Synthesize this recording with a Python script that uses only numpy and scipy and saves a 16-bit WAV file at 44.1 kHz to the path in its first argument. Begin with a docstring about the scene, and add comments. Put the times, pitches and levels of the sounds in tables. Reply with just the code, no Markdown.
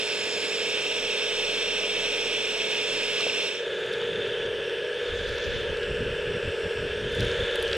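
"""A suction unit on an excavator arm, outdoors, from two spots. First, facing the outlet: a hydraulic
pump hums, the fan whirrs at a hunting speed, air roars in the steel box and hisses in the duct, gritty
with soil. A deep throb swells near 1 s. Short thuds sound from 1.4 s; pebbles tick up the pipe from
3.2 s; one high ping at 3.3 s. Near 3.5 s a cross-fade leads to the second spot, by the pipe, where wind
buffets the microphone. Grass rustles at 5-6 s; gravel runs up the pipe from 7.1 s."""
import sys
import numpy as np
from scipy import signal
from scipy.fft import rfft, irfft, next_fast_len
from scipy.io import wavfile
from scipy.ndimage import uniform_filter1d, map_coordinates

SR = 44100
rng = np.random.default_rng(int(sys.argv[2]) if len(sys.argv) > 2 else 0)


def master_out(mix):
    """Clip the mix to full scale and print it as 16-bit PCM to the path in sys.argv[1]."""
    frames = np.transpose(np.atleast_2d(mix))
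    ceiling = np.clip(frames, -1, 1)
    pcm = np.round(ceiling * 32767).astype(np.int16)
    wavfile.write(sys.argv[1], SR, pcm)


N = 342639
FRONT, REAR = 0, 1  # first spot, second spot
CROSSFADE_S = (3.434, 3.675)
FIZZ_SPLIT_HZ, TOP_HZ = 4060, 15600

# Each row: time in seconds, drone (fan and box), hiss and fizz levels in dB, arm swing as a pose number.
FRONT_MIX = [(0, -39, -30.5, -38, 0.8), (.5, -37.5, -30.5, -37.5, 1), (.8, -38, -29.5, -38.5, 0.1),
             (2.3, -37.5, -28.6, -39, 0), (2.6, -38, -29.5, -39, 0), (3.0, -37.5, -29, -38, 0.5),
             (3.7, -38, -28.5, -38.5, 0)]
REAR_MIX = [(3.4, -35, -36, -56, 0), (3.9, -35, -35.5, -53.5, 0), (4.2, -35, -34.5, -55, 0.1),
            (4.5, -34, -36, -55, 0.85), (4.9, -36, -38, -55, 1.5), (5.1, -35, -34, -55.5, -0.5),
            (5.3, -35.5, -36, -57.5, -1.5), (5.5, -35, -35.5, -59, 0), (5.65, -34.5, -35, -56.5, 0.5),
            (5.8, -35, -38, -54, 2), (6.2, -35, -37.5, -54.5, 1.7), (6.75, -34, -38, -52.5, 2.1),
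            (6.95, -35, -37, -54.5, 1.3), (7.1, -36.5, -35.5, -54, 0.13), (7.22, -33, -32.5, -49, 0.16),
            (7.38, -32.5, -32.5, -50.5, 0), (7.55, -32, -32, -52, -0.5), (7.77, -32.5, -35, -49, 2.3)]
# Each row: time in seconds, piston rate in Hz.
FRONT_PUMP_HZ = [(0, 422), (.6, 422.8), (.85, 422.3), (1.35, 424.2), (1.65, 423.3), (2.05, 423.2),
                 (2.7, 424.9), (2.95, 424.2), (3.25, 420.3), (3.6, 420.2)]
REAR_PUMP_HZ = [(3.5, 427), (3.95, 423.8), (4.35, 423.3), (5.0, 424.2), (5.35, 428), (5.5, 428.2),
                (5.8, 423.8), (6.5, 423.2), (6.95, 423.9), (7.35, 429.2), (7.5, 429.1), (7.7, 427.3)]
# Each row: time in seconds, main whirr pitch in Hz.
FRONT_FAN_HZ = [(0, 475.2), (.2, 472.5), (.37, 476.5), (.58, 471.8), (.8, 483.2), (1.0, 476), (1.4, 481),
                (1.6, 474.2), (1.8, 475), (2.0, 482.8), (2.15, 477), (2.42, 470.4), (2.6, 471.6),
                (2.78, 477.8), (3.2, 479.8), (3.4, 479), (3.52, 475.5), (3.7, 476)]
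REAR_FAN_HZ = [ (3.45, 476.4), (3.95, 473.4), (4.15, 473.8), (4.35, 478.6), (4.55, 475.2), (4.97, 482.4),
               (5.15, 483.6), (5.33, 480.4), (5.46, 484), (5.6, 473.4), (5.75, 478.2), (6.15, 479.6),
               (6.32, 485.2), (6.56, 474), (6.85, 479.2), (7.05, 479), (7.15, 482.8), (7.45, 481.6),
               (7.68, 470.4), (7.75, 469.2)]
# Each entry: a tone as a multiple of the piston rate (nine pistons a turn) or of the main whirr.
PUMP_RATIOS = np.array([9, 18, 19, 27, 35, 36, 37, 38, 54, 58, 90]) / 9
FAN_RATIOS = np.r_[np.array([23, 24, 27, 28, 29, 30, 32, 36, 54, 55, 56, 80, 87, 97]) / 28, np.array([4, 6, 7, 9]) / 5]
# Each row, one per tone: front level in dB, rear level in dB. Fan levels are relative to the drone.
PUMP_TONES_DB = [(-38.5, -37.5), (-67, -68), (-55.5, -65), (-55, -58.5), (-67, -62), (-56.5, -49.5),
                 (-53, -48), (-66, -55.5), (-62, -55), (-69, -66), (-48, -67)]
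FAN_TONES_DB = [(-23, -19), (-19, -23), (-6, -4.5), (-4, -2.5), (-12.5, -13), (-10.5, -19.5), (-13, -13),
                (-15.5, -17.5), (-42, -32), (-23, -27), (-22.5, -43), (-34, -26), (-31, -31), (-21, -17),
                (-12.5, -9), (-13, -13), (-17, -42), (-29, -30)]
# Each row: centre in Hz, width in Hz, front level in dB, rear level in dB.
BOX_MODES = [(380, 70, -4, -4), (458, 110, -17, -2), (578, 85, 4.5, -8.5), (659, 66, -0.5, -19),
             (923, 140, -13, -21.5)]
DUCT_MODES = [(1346, 160, -23, -14), (1543, 220, -11.5, -8), (1653, 92, -11.5, -4.5), (2210, 220, -11, -27),
              (2487, 320, -3.5, -28), (2688, 310, 0, -14.5), (3087, 360, -3, -11), (3503, 320, -6, -6),
              (5030, 400, -12.5, -33), (5557, 310, -5, -28.5), (6210, 410, -20, -29),
              (6724, 200, -18.5, -20.5), (7600, 760, -20.5, -34), (8170, 730, -22.5, -30.5),
              (8900, 400, -37, -38), (9970, 450, -33, -33), (10600, 500, -35, -35), (13100, 1500, -44, -44)]
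# Broad noise under the modes. Each row: frequency in Hz, front level in dB, rear level in dB.
BOX_FLOOR = [(20, -24, -35.5), (60, -15, -21), (150, -7, -20.5), (303, -2, -22), (520, -2.5, -1.5),
             (650, -11, -15), (696, -5, -20), (850, -8.5, -20), (1174, -8, -21.5), (1520, -32, -38),
             (3000, -75, -86.5)]
DUCT_FLOOR = [(700, -44, -66), (1210, -22, -29), (1820, -14.5, -15), (3640, -2.5, -16.5),
              (3850, -12, -22.5), (4720, -22, -21), (6400, -30, -25), (9450, -35.5, -34),
              (11700, -42.5, -43.5), (14100, -52, -62), (14400, -64, -71), (16000, -75, -72)]
# Duct colour as the arm swings. Each row: frequency in Hz, gain in dB at pose 1 and (rear only) pose 2.
FRONT_SWING_EQ = [(1000, -2), (1700, 4), (2200, 1.5), (3100, -2.5), (3550, -1.5), (4300, 2.5), (5000, 5),
                  (5550, -2), (6100, -11), (6450, -4), (6800, 6), (7150, 5.5), (7550, 2.5), (8100, -1.5),
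                  (8500, -4.5), (8900, 6.5), (9300, -1), (9800, 6), (10400, -1), (11200, -3.5), (12500, -1)]
REAR_SWING_EQ = [(1000, -5.5, 3.5), (1700, 0.5, 2), (2210, -1.5, 2.5), (2740, 3, 8), (3130, 4.5, 1),
                 (3350, -0.5, -2), (3660, -3, -7.5), (4260, -2, 2), (4700, 3, -1), (5000, 1, 3.5),
                 (5270, -1, 0), (5440, 4, 3), (5545, 9, 10.5), (5660, 3, 3), (5830, 1, -2), (6100, 2, -3),
                 (6450, -3.5, -8), (6800, -5, -5), (7150, -4.5, -2), (7550, -5, 3), (8200, 3, 5.5),
                 (8500, 1, -3), (8900, 6, 0), (9300, -1, -5), (9800, -1.5, 0), (10400, -4, 0.5),
                 (11200, 3, -2), (12500, 2, 2)]
# Each row: frequency in Hz, left-right correlation.
FRONT_COHERENCE = [(100, 0.9), (500, 1), (1700, .9), (2400, 1), (3800, 0.96), (4500, 0.91), (5200, 0.89),
                   (5900, 0.74), (7200, 0.84), (8000, .91), (9300, 0.55), (10000, .8), (11000, .25)]
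REAR_COHERENCE = [(100, 1), (3800, 1), (4500, .97), (6500, .95), (9000, .94), (10500, .98), (12000, .7),
                  (14000, .7)]
# Each row: frequency in Hz, left minus right level in dB.
FRONT_BALANCE_DB = [(60, 2.5), (110, -1.5), (200, 1), (380, -3.5), (700, 0.5), (1290, -0.5), (2380, -2.0),
                    (4400, -2.0), (6400, -3.5), (8120, -5), (10000, -9), (11400, -13), (15000, -11)]
# Each row: frequency in Hz, left phase lead in radians.
FRONT_LEAD_RAD = [(300, 0.07), (1380, -0.5), (3100, -1.02), (3790, -1.23), (5430, -1.71), (5900, -1.4),
                  (6400, -.05), (15000, -.05)]
# Each row: time in seconds, level in dB.
THROB_DB = [(0, -70), (.9, -61), (1.04, -49), (1.16, -64), (1.3, -54), (2.3, -53.5), (2.7, -62),
            (3.05, -58), (3.2, -68), (3.6, -72)]
RUSTLE_DB = [(4.75, -77), (5.05, -48), (5.3, -41.5), (5.55, -42), (5.65, -47.5), (6.0, -65), (6.2, -110)]
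# Each row: start in seconds, level in dB, pitch in Hz.
THUDS_AND_PING = [(1.398, -26, 880), (3.203, -21, 1200), (3.2663, -9.5, 543), (3.2965, -9, 2710),
                  (4.02, -28, 900)]
# Each row: start in seconds, knock level in dB, crack level in dB, pitch factor on the pipe modes.
PEBBLE_HITS = [(3.2072, -16, -38, 1.21), (3.8064, -36, -46, 1.1), (3.8628, -33, -42, 1.1),
               (3.9281, -29, -42, 1.1), (3.9361, -22, -42, 1.1), (4.0153, -24, -50, .9),
               (5.2915, -28, -43, 1.1), (5.3563, -34, -46, 1.1), (5.382, -26, -46, 1.1),
               (5.7703, -25, -46, 1.1), (5.831, -26, -52, 1.1), (7.1259, -31, -41, 1.1),
               (7.1498, -31, -35, 1.1), (7.1968, -22, -50, 1.1), (7.2056, -18.5, -30, 1.25),
               (7.228, -25, -44, 1.2), (7.2497, -27, -36, 1.1), (7.3148, -24, -49, 1.25),
               (7.4075, -33, -42, 1.1), (7.5568, -19, -24, .95), (7.601, -32, -46, 1.1),
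               (7.6261, -21, -25.5, .95), (7.632, -41, -40, 1.1), (7.6786, -22, -48, 1.25),
               (7.7139, -22, -48, .95), (7.7301, -9, -54, .94), (7.7425, -29, -43, 1.1),
               (7.7505, -25, -50, 1.15), (7.757, -24, -52, .9)]
# Each row: frequency in Hz, level in dB.
PIPE_MODES = [(2700, -10), (3400, -0.5), (4150, -4), (4850, -6), (5700, -15)]
BUFFET_SPECTRUM = [(12, -36), (25, -1.5), (50, -2.5), (85, -1), (130, -18), (400, -96)]
FLUTTER_SPECTRUM = [(40, -42), (80, -6), (120, 1.5), (200, -3), (280, -10.5), (400, -12), (1000, -94)]
GRASS_SPECTRUM = [(800, -16), (1500, -12), (3000, -3), (4500, -9.5), (6000, -15), (9000, -29.5),
                  (15000, -44)]
# Wind between gusts. Each row: time in seconds, buffet in dB, flutter in dB, stereo width in dB.
WIND_BED = [(3.5, -75, -66.5, -20), (3.75, -70, -52.5, -42), (4.1, -63, -47, -38), (4.5, -52, -48.5, -32),
            (4.9, -68, -57, -30), (5.05, -58, -51, -18), (5.15, -46, -58, -16), (5.55, -52, -50, -3),
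            (5.8, -47, -54, -19), (6.3, -54, -53, -33), (6.6, -55.5, -57, -40), (7.2, -48, -53, -61),
            (7.77, -48, -59, -36)]
# Each row: centre in seconds, length in seconds, buffet in dB, flutter in dB.
WIND_GUSTS = [(5.118, .06, -41, -56), (5.203, 0.046, -39, -37.5), (5.314, 0.087, -38, -48),
              (5.485, 0.056, -36, -44), (5.58, 0.097, -41, -44), (5.706, .06, -38.5, -44),
              (5.906, 0.1, -39, -41), (6.008, 0.051, -44, -34), (6.1, 0.088, -37, -36.5),
              (6.202, .04, -42, -55), (6.29, 0.056, -42, -40), (6.36, 0.041, -42, -31.5),
              (6.476, 0.058, -38.5, -38), (6.657, 0.044, -42, -41.5), (6.816, 0.088, -42, -35),
              (6.918, .05, -40, -47), (7.03, 0.11, -48, -37.5), (7.134, .05, -41, -43),
              (7.205, 0.069, -35, -31), (7.255, .05, -38, -36), (7.3, .06, -43, -46),
              (7.401, 0.094, -36, -40), (7.608, .04, -45, -49), (7.71, 0.096, -49, -52)]
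# One row: start and end in seconds, then knock level, crack level and level scatter in dB.
GRAVEL_RUN = (7.1, 7.77, -35, -51, 3)


def amp(db):
    """Gain from dB."""
    return np.exp(np.asarray(db) * (np.log(10) / 20))


def unit(x):
    """Scale to rms 1."""
    return x / np.sqrt(np.mean(x ** 2) + 1e-20)


def even(x, window_s):
    """Hold the running rms at 1."""
    return x / np.sqrt(np.abs(uniform_filter1d(x ** 2, round(window_s * SR))) + 1e-20)


def along(points, hz, column=1):
    """Read a column on a log frequency axis."""
    columns = np.transpose(points)
    return np.interp(np.log(hz + 1), np.log(columns[0] + 1), columns[column])


def curves(rows):
    """Per-sample curve for each column after the time."""
    times_s, *columns = np.transpose(rows)
    return [np.interp(np.arange(N) / SR, times_s, column) for column in columns]


def wobble(rate_hz):
    """Smooth random curve, held in 16-sample steps."""
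    positions = np.arange(N // 16 + 1) * 16 * rate_hz / SR
    knots = rng.standard_normal(int(N * 40 / SR) + 4)
    return np.repeat(map_coordinates(knots, [positions]), 16)[:N]


def filtered(x, response):
    """Apply a complex frequency response."""
    size = next_fast_len(N + 8192)
    return irfft(rfft(x, size) * response(np.fft.rfftfreq(size, 1 / SR)), size)[..., :N]


def eq(points, column=1):
    """Response from rows of Hz and dB."""
    return lambda hz: amp(along(points, hz, column))


def resonant(floor, modes, spot):
    """Response of a broad floor plus modes, summed as powers."""
    def gain(hz):
        grid_hz = hz[::8]
        peaks = sum(amp(2 * db[spot]) / (1 + (2 * (grid_hz - centre_hz) / width_hz) ** 2) ** 2
                    for centre_hz, width_hz, *db in modes)
        return np.interp(hz, grid_hz, np.sqrt(peaks + amp(2 * along(floor, grid_hz, 1 + spot))))
    return gain


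def rush(gain, coherence, patchy_db):
    """Stereo noise of rms 1, its level patchy in time and frequency."""
    def mid_side_gain(hz):
        angle = np.arccos(np.clip(along(coherence, hz), -1, 1)) / 2
        return gain(hz) * [np.cos(angle), np.sin(angle)]
    spectra = signal.stft(rng.standard_normal((2, N), dtype=np.float32), nperseg=512)[2]
    patches = uniform_filter1d(rng.standard_normal(spectra.shape[1:]), size=30, axis=0)
    patches = unit(uniform_filter1d(patches, size=5, axis=1))
    noise = signal.istft(spectra * amp(patchy_db * patches), nperseg=512)[1][:, :N]
    mid, side = filtered(noise, mid_side_gain)
    return unit(np.array([mid + side, mid - side]))


def tones(speed, ratios, levels_db, sway_db, blur_rad):
    """Swaying sines on multiples of a speed curve, from its first row to 0.15 s past its last."""
    heard = slice(round(speed[0][0] * SR), round((speed[-1][0] + .15) * SR))
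    cycles = np.cumsum(curves(speed)[0][heard]) / SR
    out = np.zeros(N)
    for ratio, db in zip(ratios, levels_db):
        phase = 2 * np.pi * ratio * cycles + blur_rad * wobble(14)[heard] + rng.uniform(0, 2 * np.pi)
        out[heard] += amp(db + sway_db * wobble(7)[heard]) * np.sqrt(2) * np.sin(phase)
    return out


def pump(spot, speed):
    """Piston tones. Past a threshold speed the hum thins while the middle tones and whine grow."""
    levels_db, rate_hz = np.transpose(PUMP_TONES_DB)[spot], curves(speed)[0]
    hum = tones(speed, PUMP_RATIOS[:4], levels_db[:4], sway_db=.6, blur_rad=.08)
    middle = tones(speed, PUMP_RATIOS[4:-1], levels_db[4:-1], sway_db=.7, blur_rad=.08)
    whine = tones(speed, PUMP_RATIOS[-1:], levels_db[-1:], sway_db=1.5, blur_rad=.12)

    def strain(above_hz, db_per_hz):
        return amp(db_per_hz * np.maximum(rate_hz - above_hz, 0))
    return hum * strain(425.1, -1.5) + middle * strain(425.1, 1) + whine * strain(424.5, 2.5)


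def fan(spot, speed):
    """Fan whirr; the speed hunts as the load changes."""
    return tones(speed, FAN_RATIOS, np.transpose(FAN_TONES_DB)[spot], sway_db=1.2, blur_rad=.45)


def box_roar(spot, coherence):
    """Air drives the broad modes of the steel box."""
    return amp(-3) * rush(resonant(BOX_FLOOR, BOX_MODES, spot), coherence, patchy_db=.34)


def duct_air(spot, coherence, swing, swing_eq, grit):
    """Air and fine soil in the duct, coloured by arm swing. Returns duct hiss and outlet fizz."""
    duct, grains_per_s = resonant(DUCT_FLOOR, DUCT_MODES, spot), 600
    strikes = rng.random(N) < grains_per_s / SR
    grains = strikes * amp(1.8 * rng.exponential(size=N)) * rng.choice([-1, 1], N)
    air = rush(duct, coherence, patchy_db=.72) + grit * unit(filtered(grains, duct))
    poses = [air] + [filtered(air, eq(swing_eq, k)) for k in range(1, len(swing_eq[0]))]
    swing = np.clip(swing, 0, len(poses) - 1)
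    air = sum(np.clip(1 - np.abs(swing - k), 0, 1) * pose for k, pose in enumerate(poses))
    fizz = filtered(air, lambda hz: 1 / (1 + (FIZZ_SPLIT_HZ / (hz + 1)) ** 16))
    return unit(air - fizz), unit(fizz)


def suction_unit(spot, mix, pump_speed, fan_speed, coherence, swing_eq, grit):
    """Pump, fan, box and duct from one spot."""
    drone_db, hiss_db, fizz_db, swing = curves(mix)
    hum = pump(spot, pump_speed)
    drone = fan(spot, fan_speed) + box_roar(spot, coherence)
    hiss, fizz = duct_air(spot, coherence, swing, swing_eq, grit)
    return hum + amp(drone_db) * drone + amp(hiss_db) * hiss + amp(fizz_db) * fizz


def throb(pitch_hz=28):
    """Deep wavering tone, nearly the same left and right."""
    phase = 2 * np.pi * pitch_hz * np.arange(N) / SR + .7 * wobble(7)
    tone = np.sqrt(2) * np.sin(phase + np.array([[.08], [-.08]]) * wobble(20))
    return amp(curves(THROB_DB)[0] + 3 * wobble(8.25)) * tone


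def strike(track, start_s, ring, db, attack_s, t60_s):
    """Add ring to track under an impact envelope."""
    at, t = round(start_s * SR), np.arange(len(ring)) / SR
    track[at:at + len(ring)] += amp(db - 60 * t / t60_s) * (1 - np.exp(-t / attack_s)) * ring


def thuds_and_ping():
    """Short thuds and one brief high ping, one damped sine each."""
    track, t = np.zeros(N + SR), np.arange(SR // 50) / SR
    for start_s, db, hz in THUDS_AND_PING:
        strike(track, start_s, np.sin(2 * np.pi * hz * t), db, attack_s=.0011, t60_s=.016)
    return track[:N]


def pebbles(hits, detune=.025, rattle=.35):
    """Each stone knocks the pipe wall (short modes in dry noise) and adds a bright crack."""
    knocks, cracks, t = np.zeros(N + SR), np.zeros(N + SR), np.arange(SR // 50) / SR
    for start_s, knock_db, crack_db, pitch in hits:
        ring = sum(amp(db) * np.sin(2 * np.pi * hz * pitch * (1 + detune * rng.standard_normal()) * t)
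                   for hz, db in PIPE_MODES)
        ring += rattle * rng.standard_normal(len(t))
        strike(knocks, start_s, ring, knock_db, attack_s=.00053, t60_s=.01)
        strike(cracks, start_s, rng.standard_normal(len(t)), crack_db, attack_s=.0004, t60_s=.008)
    wall = eq([(800, -14), (2000, -16), (3500, -1), (5000, -3.5), (7000, -5), (10000, -42)])
    bright = eq([(3000, -30), (6000, -6), (8000, .5), (10400, 5), (11800, 0), (14000, -14), (15500, -35)])
    return filtered(knocks[:N], wall) + filtered(cracks[:N], bright)


def wind():
    """Low gusting wind, nearly mono, widening briefly around 5-6 s."""
    buffet_db, flutter_db, width_db = curves(WIND_BED)
    level, t = amp([buffet_db, flutter_db]), np.arange(N) / SR
    for centre_s, length_s, *gust_db in WIND_GUSTS:
        near = slice(round((centre_s - 2 * length_s) * SR), round((centre_s + 2 * length_s) * SR))
        level[:, near] += amp(gust_db)[:, None] * np.exp(-(2 * (t[near] - centre_s) / length_s) ** 2)
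    lumps = amp(2.2 * wobble(25))
    noise = rng.standard_normal((2, 2, N))
    buffet = unit(lumps * even(filtered(noise[0], eq(BUFFET_SPECTRUM)), window_s=.055))
    flutter = unit(lumps * even(filtered(noise[1], eq(FLUTTER_SPECTRUM)), window_s=.037))
    mid, side = level[0] * buffet + level[1] * flutter
    return np.array([mid + amp(width_db) * side, mid - amp(width_db) * side])


def grass():
    """Grass rustles in the gusts."""
    return amp(curves(RUSTLE_DB)[0]) * rush(eq(GRASS_SPECTRUM), coherence=[(1000, .8)], patchy_db=2.5)


def gravel_hits(count=24):
    """Small stones of random time, level and pitch, as rows for pebbles()."""
    start_s, end_s, knock_db, crack_db, scatter_db = GRAVEL_RUN
    times_s = rng.uniform(start_s, end_s, count)
    offset_db = scatter_db * rng.standard_normal((count, 2))
    pitches = rng.uniform(.9, 1.3, count)
    return list(zip(times_s, knock_db + offset_db[:, 0], crack_db + offset_db[:, 1], pitches))


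def scene():
    """The front spot, heard from the right, fades into the rear, heard head-on; impacts over both."""
    front = suction_unit(FRONT, FRONT_MIX, FRONT_PUMP_HZ, FRONT_FAN_HZ, FRONT_COHERENCE,
                         FRONT_SWING_EQ, grit=.15) + throb()
    half = np.array([[.5], [-.5]])
    front = filtered(front, lambda hz: amp(half * along(FRONT_BALANCE_DB, hz))
                     * np.exp(1j * half * along(FRONT_LEAD_RAD, hz)))
    rear = suction_unit(REAR, REAR_MIX, REAR_PUMP_HZ, REAR_FAN_HZ, REAR_COHERENCE,
                        REAR_SWING_EQ, grit=.36) + grass() + wind()
    fade = np.interp(np.arange(N) / SR, CROSSFADE_S, [0, 1])
    return (1 - fade) * front + fade * rear + thuds_and_ping() + pebbles(PEBBLE_HITS + gravel_hits())


def record(dry):
    """Brick-wall low-pass."""
    return filtered(dry, lambda hz: hz < TOP_HZ)


dry = scene()
out = record(dry)
master_out(out)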